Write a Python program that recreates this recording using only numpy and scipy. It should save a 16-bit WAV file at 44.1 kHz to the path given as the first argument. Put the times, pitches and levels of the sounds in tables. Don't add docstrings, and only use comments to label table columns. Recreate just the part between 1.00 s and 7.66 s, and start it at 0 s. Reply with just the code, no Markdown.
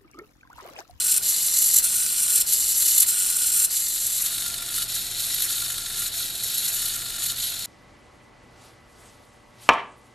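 import sys
import numpy as np
from scipy import signal
from scipy.fft import rfft, irfft
from scipy.io import wavfile
from scipy.ndimage import uniform_filter1d

SR = 44100
rng = np.random.default_rng(int(sys.argv[2]) if len(sys.argv) > 2 else 0)


def wav_record(signal):
    frames = np.transpose(np.atleast_2d(signal))
    bounded = np.clip(frames, -1, 1)
    quanta = np.round(bounded * 32767).astype(np.int16)
    wavfile.write(sys.argv[1], SR, quanta)


def to_linear_factor(level_db):
    exponent = np.asarray(level_db, float) / 20
    return 10 ** exponent


N = 293706
TIME = np.arange(N) / SR
CYCLE_S = 1.2392
LEAD_IN = 64

# (pitch [Hz], level [dB])
WIDTH = [(60, -11.5), (200, -9), (700, -3.5), (1300, -19), (3000, -16.5), (6000, -14.5), (8000, -10),
         (14000, -5.5)]


def evened(x):
    return x / np.sqrt(np.mean(x ** 2) + 1e-20)


def read(points, hz):
    f, value = np.transpose(points)
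    return np.interp(np.log(hz + 1), np.log(f + 1), value)


def add(mix, start, sound):
    part = mix[:, start:start + sound.shape[1]]
    part += sound[:, :part.shape[1]]


def drift(hz, count=N):
    noise = rng.standard_normal(count)
    return evened(signal.lfilter([1], [1, -np.exp(-2 * np.pi * hz / SR)], noise))


def bump(t, s, ms):
    return to_linear_factor(-6 * ((t - s) * 2000 / ms) ** 2)


def positions(late=1):
    front = np.interp(TIME, [2.6, 3.45], [0, 1])
    return 1 - front, front ** late


def servo():
    # (pitch [Hz], width [Hz], level [dB])
    beside_modes = [
        [(1450, 46, -11), (1920, 57, -18), (3020, 57, -16.5), (4125, 76, -9.5), (5720, 190, -6.5), (6250, 100, -2.5), (7420, 170, 5), (8860, 330, 5.5), (10070, 180, 1.5), (11600, 800, -1.5), (12480, 130, -6), (13300, 140, -11), (14100, 300, -0.5)],
        [(1890, 64, -21), (2114, 13, -14.5), (2960, 87, -16), (4590, 240, -11), (3590, 40, -9), (4110, 120, -6.5), (5900, 450, -7), (7280, 200, -2.5), (10980, 200, -5.5), (9990, 97, 1), (11440, 210, 1.5), (13350, 190, -5), (14300, 230, -7)],
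    ]
    # (pitch [Hz], width [Hz], level [dB])
    front_modes = [
        [(1393, 25, -5), (1750, 130, -18), (2956, 26, -3), (3670, 32, -1), (4340, 190, -3), (5380, 140, 0), (6650, 74, 1.5), (7100, 105, 3), (8100, 32, -2), (8440, 700, -1.5), (10300, 170, 1.5), (10930, 170, 1.5), (11850, 340, 0.5), (13130, 380, -3)],
        [(1380, 38, -18.5), (1960, 22, -11.5), (3880, 260, -4), (4740, 96, -9), (5390, 81, 1), (6990, 140, -1), (7700, 110, -2.5), (8430, 73, -0.5), (9400, 160, -6), (10500, 280, -2.5), (11000, 140, -13), (11720, 130, 2.5), (12600, 220, -3), (14270, 300, -1.5)],
    ]
    # (pitch [Hz], level [dB])
    broad_rattle = [
        [(530, -61), (900, -41), (1490, -25), (2230, -45), (4100, -25.5), (5000, -19.5), (6460, -10.5), (7340, 3.5), (11600, -7), (14600, -7.5)],
        [(530, -58), (900, -65), (1370, -14), (2080, -19.5), (4190, 5), (5000, -7.5), (5420, -26), (5950, -2), (11600, -3.5), (14600, -36)],
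    ]
    # (pitch [Hz], width [Hz], change [dB])
    reflections = [
        [(2490, 250, 1), (3146, 69, -9), (3870, 93, -2.5), (5020, 340, -3.5), (9700, 130, 4.5)],
        [(2300, 800, -1.5), (5200, 520, -3), (6200, 300, -2), (9700, 210, -2)],
    ]
    # (time after the bottom [s], rattle [dB])
    gear_load = [
        [(0.045, -23), (0.139, -24), (0.234, -23), (0.328, -23.5), (0.423, -23), (0.517, -21.5), (0.612, -20), (0.648, -26), (0.747, -23.5), (0.845, -23), (0.944, -30), (1.042, -25), (1.141, -20), (1.239, -24.5)],
        [(0.05, -31.5), (0.143, -29.5), (0.236, -35), (0.329, -31.5), (0.422, -28.5), (0.515, -30.5), (0.608, -24.5), (0.652, -27), (0.75, -29.5), (0.848, -31.5), (0.946, -34), (1.043, -34.5), (1.141, -30), (1.239, -28.5)],
    ]
    # (motor stops [s], quietest [s], motor restarts [s], depth [dB], share that falls at once [0-1])
    turn_stops = [
        [(0, .035, .040, -18, .6), (.616, .632, .641, -16, .6)],
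        [(0, .030, .036, -11, .3), (.613, .638, .644, -8, .45)],
    ]
    # (lifting [dB], dropping [dB], share of load [0-1], knock [dB], let-down step [dB])
    case_and_frame = [
        [(-34, -35, 0.53, 1.5, -0.1), (-48, -46.5, 0.36, 6, -0.1)],
        [(-34.5, -36, .75, -8, 2.5), (-46.5, -46, 0.56, 3.5, 4)],
    ]
    # (time after the bottom [s], change [dB], length [ms])
    beside_catches = [(0.06, -2.5, 8), (0.085, 0.5, 12), (0.11, 6.5, 18), (0.161, 1.5, 9), (0.284, 1.5, 34),
                      (0.358, 5, 12), (0.386, 3, 18), (0.406, 6, 12), (0.438, 5, 9), (0.461, 5, 9),
                      (0.487, 3, 41), (0.559, 8, 10), (0.582, 7.5, 8.1), (0.601, 5, 10), (0.663, 6, 41),
                      (0.776, 2, 22), (0.88, 4.5, 4.4), (0.942, 4.5, 12), (0.975, 4.5, 135),
                      (1.049, 2.5, 8.4), (1.09, -4.5, 10), (1.177, 6, 13), (1.198, 4, 7.1),
                      (1.229, 6.5, 23)]
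    # (time after the bottom [s], change [dB], length [ms])
    front_catches = [(0.079, 2, 4.8), (0.111, 3.5, 22), (0.198, 1.5, 9), (0.22, 3.5, 9), (0.271, 5.5, 5.6),
                     (0.357, 6, 14), (0.393, 1.5, 14), (0.468, 3.5, 20), (0.502, 3.5, 22), (0.556, 1.5, 11),
                     (0.577, 2.0, 7.3), (0.671, 1.5, 19), (0.699, -3.5, 5.8), (0.748, 1, 17),
                     (0.776, 3.5, 7.5), (0.804, 3, 13), (0.861, 2, 16), (0.878, 5, 7.8), (0.938, 4, 5.6),
                     (0.975, 3, 9.2), (1.018, 2.5, 9.5), (1.095, -5, 9.1), (1.155, 4, 15), (1.18, 3, 11)]
    bottoms_s = 0.184, 3.844
    jolts_db = -0.5, 1
    leads_rad = -1.4, 1.25

    throbs_db, flutters_db = (0.9, 1.3, 2.2), (0.8, 1.3, 1.4)
    lurch_shares, pause_shares = (1, 0.6, 0.4), (0.95, 0.5, 0.3)
    bands_hz = (5200, 14600), (2600, 5200), (1100, 2600)
    contacts, shared = 4, 0.35

    out, common, kicks = np.zeros((2, N)), teeth(), motor()
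    shake_db = 0.3 * drift(57.0)
    hits = []
    for throb_db, flutter_db in zip(throbs_db, flutters_db):
        impacts = shared * common + np.sqrt(1 - shared ** 2) * teeth()
        hits.append(to_linear_factor(throb_db * kicks + flutter_db * drift(40.0)) * impacts)
    favour = [2.5 * drift(15.0) + rng.standard_normal(N) for _ in range(contacts)]
    contact = np.argmax(favour, axis=0)

    for gain, bottom, load, jolt_db, catches, stops, parts, modes, *place in zip(
            positions(late=1.94), bottoms_s, gear_load, jolts_db, (beside_catches, front_catches),
            turn_stops, case_and_frame, (beside_modes, front_modes),
            broad_rattle, reflections, leads_rad):
        phase = (TIME - bottom) % CYCLE_S
        lifting = (phase > stops[0][1]) & (phase < stops[1][1])
        lurch_db = lurches(catches, bottom) + shake_db
        pause_db = pauses(stops, phase)
        levels_db = efforts(load, jolt_db, parts, phase, lifting)
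        force = [gain * hit * to_linear_factor(db + follow * lurch_db + rest * pause_db)
                 for hit, db, follow, rest in zip(hits, levels_db, lurch_shares, pause_shares)]
        force[0] = sharpened(force[0], levels_db[0] + lurch_db)
        bodies = [[[body(way, *place, lo, hi) for _ in range(contacts)]
                   for lo, hi in bands_hz] for way in modes]
        turns = [0, *np.flatnonzero(np.diff(lifting)) + 1, N]
        for span in map(slice, turns, turns[1:]):
            if not gain[span].any():
                continue
            stroke = bodies[int(lifting[span.start])]
            for blows, band in zip(force, stroke):
                for k, response in enumerate(band):
                    here = blows[span] * (contact[span] == k)
                    add(out, span.start, signal.fftconvolve(here[None], response, axes=1))
    return np.roll(out, -LEAD_IN, axis=1)


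def teeth(per_s=9000, spread_db=3.0):
    hardness_db = spread_db * np.minimum(rng.exponential(1, N), 3.2)
    size = to_linear_factor(hardness_db) * rng.choice([-1, 1], N)
    return evened(size * (rng.random(N) < per_s / SR))


def motor(control_hz=50, uneven=0.65):
    frame = TIME * control_hz
    chance = np.clip(rng.standard_normal(int(frame[-1]) + 1), -1.5, 1.5)
    kick = 1 + uneven * chance[frame.astype(int)]
    return uniform_filter1d(kick * (1 - 2 * (frame % 1)), size=140)


def efforts(load, jolt_db, parts, phase, lifting):
    step_s, step_at_s, step_ms = 0.04, 0.818, 8.5
    gears_db = np.interp(phase, *np.transpose(load))
    steps = ~lifting * bump((phase - step_at_s + step_s / 2) % step_s, step_s / 2, step_ms)
    knock = bump(phase, 0.615, 23)
    levels_db = [gears_db + jolt_db * steps]
    for up_db, down_db, share, knock_db, step_db in parts:
        slow_db = np.where(lifting, up_db, down_db) + share * (gears_db - gears_db.mean())
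        levels_db.append(slow_db + knock_db * knock + step_db * steps)
    return levels_db


def lurches(table, bottom, uneven=0.13):
    t = TIME[::32] - bottom
    s, db, ms = np.transpose(table)[:, :, None]
    cycle = (t // CYCLE_S).astype(int)
    chance = 1 + uneven * rng.standard_normal((len(table), 12))[:, cycle]
    change_db = (db * chance * bump(t % CYCLE_S, s, ms)).sum(0)
    return np.interp(TIME - bottom, t, change_db)


def pauses(table, phase):
    restart, edge, spin_up = 0.25, 0.0025, 0.016
    t = (phase + 2 * edge) % CYCLE_S - 2 * edge
    total_db = 0
    for stop, low, start, db, drop in table:
        times = [stop - edge, stop + edge, low, start, start + edge, start + edge + spin_up]
        levels = [0, drop * db, db, 2 * restart * db, restart * db, 0]
        total_db = total_db + np.interp(t, times, levels)
    return total_db


def sharpened(blows, load_db):
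    treble = signal.firwin(63, 10260, pass_zero=False, fs=SR)
    top = signal.oaconvolve(blows, treble, "same")
    brighten = 0.28
    return blows + (to_linear_factor(brighten * (load_db - load_db.mean())) - 1) * top


def body(modes, broad, notches, lead, lo_hz, hi_hz):
    broad_db, ripple_db, strike_db = -4, 1.2, 1.6
    detune, damping, scatter = 0.009, 1.4, 1.6
    hz = np.fft.rfftfreq(2048, 1 / SR)
    power = to_linear_factor(2 * (read(broad, hz) + broad_db))
    for (f, width, db), (shift, strike) in zip(modes, rng.standard_normal((len(modes), 2))):
        off = 2 * (hz - f * (1 + detune * shift)) / (width * damping)
        power = power + to_linear_factor(2 * (db + strike_db * strike)) / (1 + off ** 2)
    for f, width, db in notches:
        power = power * to_linear_factor(2 * db / (1 + (2 * (hz - f) / width) ** 2))
    edges = 1 / np.sqrt((1 + (lo_hz / (hz + 1)) ** 24) * (1 + (hz / hi_hz) ** 24))
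    chance = uniform_filter1d(rng.standard_normal((2, len(hz))), size=24)
    ripple, turn = (evened(v) for v in chance)
    mid = np.roll(ring(np.sqrt(power) * edges * to_linear_factor(ripple_db * ripple)), LEAD_IN)
    side = irfft(rfft(mid) * to_linear_factor(read(WIDTH, hz)) * np.exp(1j * (lead + scatter * turn)))
    return np.array([mid + side, mid - side]) / np.linalg.norm(mid)


def ring(gain):
    log = np.log(np.maximum(np.r_[gain, gain[-2:0:-1]], 1e-4 * gain.max()))
    spectrum = np.exp(log - 1j * signal.hilbert(log).imag)
    return irfft(spectrum[:len(gain)])


def room(x, t60=0.29, first=0.0041):
    t = TIME[:SR // 3]
    tail = rng.standard_normal((2, len(t))) * to_linear_factor(-60 * t / t60) * (t > first)
    tail = tail / np.linalg.norm(tail[0])
    both = np.array([x[0] + x[1], x[0] - x[1]]) / 2
    mid, side = signal.fftconvolve(both, tail, axes=1)[:, :N]
    return np.array([mid + side, mid - side])


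def hum():
    # (pitch [Hz], rms level [dB], wavering [dB])
    machines = [(26.5, -55, 1.5), (120, -57, 1.5), (360, -67, 2)]
    # (pitch [Hz], width [Hz], level [dB])
    duct = [(96.4, 3.3, -73), (192, 5.5, -69), (688, 28, -59.5)]
    tones = []
    for hz, db, waver_db in machines:
        waver = evened(uniform_filter1d(drift(0.8), size=6000))
        tones.append(to_linear_factor(db + 3.5 + waver_db * waver) * np.sin(2 * np.pi * hz * TIME))
    tones[0] *= to_linear_factor(np.interp(TIME, [5.05, 5.3, 5.5, 5.85], [0, -15, -15, 0]))
    for hz, width, db in duct:
        turn = 2 * np.pi * hz * TIME
        whistle = drift(width / 2) * np.cos(turn) + drift(width / 2) * np.sin(turn)
        tones.append(to_linear_factor(db) * whistle)
    return positions(late=0.67)[1] * sum(tones)


def air():
    # (pitch [Hz], level per Hz [dB])
    colours = [
        [(8.8, -33), (15, 1), (64, 0), (97, -3), (134, -2), (239, -4), (402, -8), (490, -8.5), (608, -8), (1100, -9.5), (1430, -44), (2420, -120)],
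        [(9, -20), (20, 3), (60, 1), (100, -1), (200, -4), (400, -7.5), (600, -10.5), (900, -11), (1100, -11.5), (1700, -61), (2800, -100)],
    ]
    hz, out = np.fft.rfftfreq(N, 1 / SR), 0
    for gain, colour, db in zip(positions(), colours, (-51.5, -50.5)):
        mid, side = rfft(rng.standard_normal((2, N))) * to_linear_factor(read(colour, hz))
        side = side * to_linear_factor(read(WIDTH, hz))
        noise = irfft(np.array([mid + side, mid - side]), N)
        out = out + gain * to_linear_factor(db) * evened(noise)
    return out


def scene():
    gears = servo()
    return gears + to_linear_factor(-14.0) * room(gears) + hum() + air()


def low_pass(x):
    return signal.sosfilt(signal.butter(12, 15310, fs=SR, output="sos"), x)


def record(dry):
    ceiling, left_db = 0.95, 0.05
    rounded = ceiling * np.tanh(dry / ceiling)
    balanced = rounded * to_linear_factor(np.array([[left_db], [-left_db]]))
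    limit = signal.firwin(511, 14150, window=("kaiser", 9), fs=SR)
    mix = signal.oaconvolve(balanced, limit[None], "same")
    return low_pass(mix)


dry = scene()
out = record(dry)
wav_record(out)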